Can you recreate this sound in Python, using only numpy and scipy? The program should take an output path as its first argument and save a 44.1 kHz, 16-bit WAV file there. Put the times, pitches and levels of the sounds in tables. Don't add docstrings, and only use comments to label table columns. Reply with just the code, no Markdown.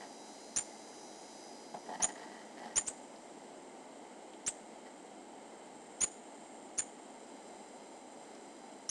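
import sys
import numpy as np
from scipy import signal
from scipy.fft import rfft, irfft
from scipy.io import wavfile
from scipy.ndimage import map_coordinates

SR = 44100
rng = np.random.default_rng(int(sys.argv[2]) if len(sys.argv) > 2 else 0)


def generate_wav(sig):
    pcm = np.round(np.clip(np.atleast_2d(sig).T, -1, 1) * 32767).astype(np.int16)
    wavfile.write(sys.argv[1], SR, pcm)


N = 392490
TIME = np.arange(N) / SR
FREQS = np.maximum(np.fft.rfftfreq(N, 1 / SR), 1)
SAMPLING_HZ = 16000


def from_db(db):
    return 10 ** (np.asarray(db) / 20)


def unit_rms(x):
    return x / np.sqrt(np.mean(x ** 2) + 1e-20)


def noise(gain):
    return irfft(rfft(rng.standard_normal(N)) * gain, N) * np.sqrt(SR / 2)


def drift(rate_hz):
    return unit_rms(noise(1 / (1 + (FREQS / rate_hz) ** 2)))


def bell(hz, width):
    return np.exp(-2 * ((FREQS - hz) / width) ** 2)


def resonate(x, hz, width):
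    radius = np.exp(-np.pi * width / SR)
    feedforward = np.array([1, 0, -1]) * (1 - radius ** 2) / 2
    feedback = [1, -2 * radius * np.cos(2 * np.pi * hz / SR), radius ** 2]
    return signal.lfilter(feedforward, feedback, x + 1e-18)


def reverb(x, t60, build_s):
    t = TIME[:SR]
    tail = rng.standard_normal(SR) * from_db(-60 * t / t60) * np.clip(t / build_s, 0, 1) ** 2
    return signal.fftconvolve(x, tail / np.linalg.norm(tail))[:N]


# f/Hz, density/dB
RUSH_SPECTRUM = [(25, -109), (90, -110), (135, -103), (155, -92), (175, -93.5), (215, -80.5), (300, -79.5),
                 (500, -83), (700, -81.5), (870, -81.5), (1050, -93.5), (1500, -96.5), (2800, -100.3),
                 (4500, -103.1), (6500, -100.5), (8000, -91.5)]
# f/Hz, width/Hz, gain/dB
RUSH_COLOUR = [(2107, 220, 6), (2440, 420, -2.5), (3120, 220, 4), (3520, 250, -3), (4020, 180, 2.5),
               (5080, 220, 2), (5500, 730, -2), (5700, 160, 0.5), (6060, 250, -1)]


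def rush(waver_db=0.3):
    hz, db = np.transpose(RUSH_SPECTRUM)
    base_db = np.interp(np.log(FREQS), np.log(hz), db)
    colour_db = sum(lift * bell(centre, width) for centre, width, lift in RUSH_COLOUR)
    bed = noise(from_db(base_db + colour_db) * (FREQS < SAMPLING_HZ / 2))
    return bed * from_db(waver_db * drift(4.8))


# t/s, relative level/dB
INSECT_FADER = [(0.0, -68.5), (2.52, -72), (2.99, -68), (4.26, -71), (4.51, -70), (5.46, -69.5),
                (6.03, -65), (8.8, -68)]
# f/Hz, width/Hz, relative level/dB
INSECT_BANDS = [(6980, 120, -2), (7454, 300, 4), (7700, 300, -34)]


def insects(trim_db=5.5, flicker_db=0.5):
    spectrum = sum(from_db(db) * bell(hz, width) for hz, width, db in INSECT_BANDS)
    chorus = unit_rms(noise(spectrum))
    fader_db = np.interp(TIME, *np.transpose(INSECT_FADER))
    return chorus * from_db(trim_db + fader_db + flicker_db * drift(6.4))


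def wavering_tones(partials, wander_hz, waver_db):
    out = np.zeros(N)
    for hz, db in partials:
        phase = 2 * np.pi * np.cumsum(hz + wander_hz * drift(26.7)) / SR
        out += np.sqrt(2) * from_db(db + waver_db * drift(1.6)) * np.sin(phase)
    return out


# f/Hz, relative level/dB
EARLY_PARTIALS = [(3910, -76), (4016, -78), (4172, -76), (4434, -79), (4708, -76), (5060, -74), (5476, -79),
                  (5818, -70), (5920, -70), (6003, -72), (6104, -77), (6260, -77), (6370, -74), (6520, -73),
                  (6782, -73), (6928, -73)]


def early_whine(trim_db=3, hold_s=1.44, fade_db_per_s=8, lead_hz=4958, lead_db=-67.5):
    swell_db = 4 * np.exp(-((TIME - 1.5) / 0.13) ** 2)
    lead = from_db(swell_db) * wavering_tones([(lead_hz, lead_db)], wander_hz=6.8, waver_db=0.7)
    hiss = from_db(-65.5) * unit_rms(noise(bell(hz=6000, width=2800)))
    cluster = wavering_tones(EARLY_PARTIALS, wander_hz=5, waver_db=3)
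    fader_db = trim_db - fade_db_per_s * np.maximum(TIME - hold_s, 0)
    return from_db(fader_db) * (cluster + lead + hiss)


# f/Hz, relative level/dB
LATE_PARTIALS = [(3985, -84), (4096, -86), (4840, -83), (4958, -86), (5125, -85), (5865, -86), (5975, -80)]


def late_whine(trim_db=6, full_at_s=7.3, rise_db_per_s=41):
    fader_db = trim_db - rise_db_per_s * np.maximum(full_at_s - TIME, 0)
    return from_db(fader_db) * wavering_tones(LATE_PARTIALS, wander_hz=9.9, waver_db=1.5)


# t/s, peak level/dB, f/Hz
FAINT_TICKS = [(3.16, -49, 4700), (4.334, -48, 3100), (8.349, -49, 5110)]


def ticks(decay_s=0.0068, width_hz=900):
    out = np.zeros(N)
    age = TIME[:SR // 10]
    for onset, db, hz in FAINT_TICKS:
        burst = rng.standard_normal(len(age)) * np.exp(-age / decay_s)
        tick = resonate(burst, hz, width_hz)
        start = int(onset * SR)
        out[start:start + len(age)] += from_db(db) * tick / np.abs(tick).max()
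    return out


def pressure(onset, length, attack_s=0.0013):
    age = np.maximum(TIME - onset, 0)
    return np.minimum(age / attack_s, 1) * np.exp(-(age / length) ** 2 / 2)


# t/s, length/s, relative level/dB
FUR_BRUSHES = [(.005, 0.044, -48.5), (1.86, 0.032, -51), (1.928, 0.037, -47), (2.153, 0.2, -49.5),
               (2.572, 0.16, -52), (4.858, 0.029, -53.5)]
# t/s, relative level/dB, claw brightness/dB
FOOTFALLS = [(1.741, -38.5, -20), (1.887, -39.5, -13), (1.914, -41, -4), (1.997, -39.5, 3),
             (2.035, -37.5, -5), (2.084, -45.5, 4.5), (2.613, -50, -6), (2.657, -47, -5)]
# f/Hz, width/Hz, gain/dB
SHELL_MODES = [(207, 57, -3), (406, 110, -4.5), (649, 85, 1), (727, 38, 4.5), (870, 62, 4.5),
               (1220, 950, -15), (1585, 190, -8.5), (1927, 93, -3.5), (3060, 120, -11.5),
               (4700, 1500, -19.5)]


def scamper(grains_per_s=1500, scuff_s=0.024, pad_hz=900, thump_db=-1, bright_above_hz=1100):
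    fur = sum(from_db(db) * pressure(onset, length) for onset, length, db in FUR_BRUSHES)
    fur *= from_db(1.5 * drift(rate_hz=25))
    low_drive, high_drive = fur, fur * from_db(4.5)
    impacts = np.zeros(N)
    for onset, level_db, claw_db in FOOTFALLS:
        push = from_db(level_db) * pressure(onset, scuff_s)
        low_drive += push
        high_drive += push * from_db(claw_db)
        impacts[int(onset * SR)] = from_db(level_db + thump_db)
    grains = rng.standard_normal(N) * (rng.random(N) < grains_per_s / SR)
    grains /= np.std(sum(from_db(db) * resonate(grains, hz, width) for hz, width, db in SHELL_MODES))
    thumps = signal.sosfilt(signal.butter(3, pad_hz, fs=SR, output="sos"), impacts)
    shell = np.zeros(N)
    for k, (hz, width, db) in enumerate(SHELL_MODES):
        scuff = grains * (high_drive if hz > bright_above_hz else low_drive)
        knock = thumps * SR / (2 * np.pi * width)
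        shell += (-1) ** k * from_db(db) * resonate(scuff + knock, hz, width)
    low_cut = signal.butter(4, 150, "high", fs=SR, output="sos")
    return signal.sosfilt(low_cut, shell)


def whistle(age, length, top_hz, glide_s, swell_db, start_hz=5455, attack_s=0.0015, release_s=0.0038):
    age = np.maximum(age, 0)
    rise = np.tanh(age / glide_s)
    rise_integral = glide_s * np.log(np.cosh(age / glide_s))
    phase = 2 * np.pi * (start_hz * age + (top_hz - start_hz) * rise_integral)
    tone = np.sin(phase) + from_db(-28) * np.sin(2 * phase)
    gate = np.clip(age / attack_s, 0, 1) * np.clip((length - age) / release_s, 0, 1)
    return gate * from_db(swell_db * (rise - 1)) * tone


# delay/s, gain against the direct sound
WALL_ECHOES = [(.0034, 0.38), (.0057, 0.6), (.011, 0.29)]
# t/s, length/s, top f/Hz, glide/s, level/dB, swell over the glide/dB
MONKEY_CALLS = [(0.561, 0.031, 7170, 0.0073, -27, -1), (2.019, 0.0293, 7127, .014, -24, 14),
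                (2.757, 0.0355, 7113, .012, -24, 18), (2.865, 0.025, 8060, .016, -32, 10.5),
                (4.463, 0.033, 7727, .012, -29, 6), (6.005, 0.0368, 6973, .009, -25, 16),
                (6.775, 0.028, 7154, 0.0097, -27.5, 13.5), (8.891, 0.028, 7090, 0.0084, -23, 2)]


def monkey_chirps(rough_db=3, rough_hz=230, near_db=-21, send_db_per_db=0.39):
    calls, send = np.zeros((2, N + SR))
    age = TIME[:SR // 10]
    roughness = from_db(rough_db * drift(rough_hz))
    paths = [(0, 1), *WALL_ECHOES]
    for k, (onset, length, top_hz, glide_s, level_db, swell_db) in enumerate(MONKEY_CALLS):
        call = sum(gain * whistle(age - lag, length, top_hz, glide_s, swell_db) for lag, gain in paths)
        call *= roughness[k * len(age):(k + 1) * len(age)]
        call *= from_db(level_db) / np.sqrt(np.sum(call ** 2) / (length * SR))
        span = slice(int(onset * SR), int(onset * SR) + len(age))
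        calls[span] += call
        send[span] += call * from_db(send_db_per_db * (near_db - level_db))
    return calls[:N], send[:N]


def scene(shell_db=-12.5, cage_db=-28.5):
    calls, send = monkey_chirps()
    shell = from_db(shell_db) * reverb(send, t60=0.11, build_s=0.012)
    cage = from_db(cage_db) * reverb(send, t60=0.55, build_s=0.074)
    movement = scamper()
    ambience = ticks() + rush() + insects() + early_whine() + late_whine()
    return (calls + shell + cage + movement + ambience)[None]


def record(dry, asymmetry=0.27, jitter_samples=0.18, dull_hz=11300, cutoff_hz=12400):
    bent = dry[0] + asymmetry * dry[0] ** 2
    instants = np.arange(0, N, SR / SAMPLING_HZ)
    jitter = jitter_samples * rng.standard_normal(len(instants))
    samples = map_coordinates(bent, [instants + jitter], order=3, mode="nearest")
    mirrored = np.interp(np.arange(N), instants, samples)
    dulled = signal.sosfilt(signal.butter(6, dull_hz, fs=SR, output="sos"), mirrored)
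    fade_out = np.minimum((TIME[-1] - TIME) / 0.002, 1)
    high_cut = signal.ellip(10, 0.2, 70, cutoff_hz, fs=SR, output="sos")
    return signal.sosfilt(high_cut, dulled * fade_out)[None]


dry = scene()
out = record(dry)
generate_wav(out)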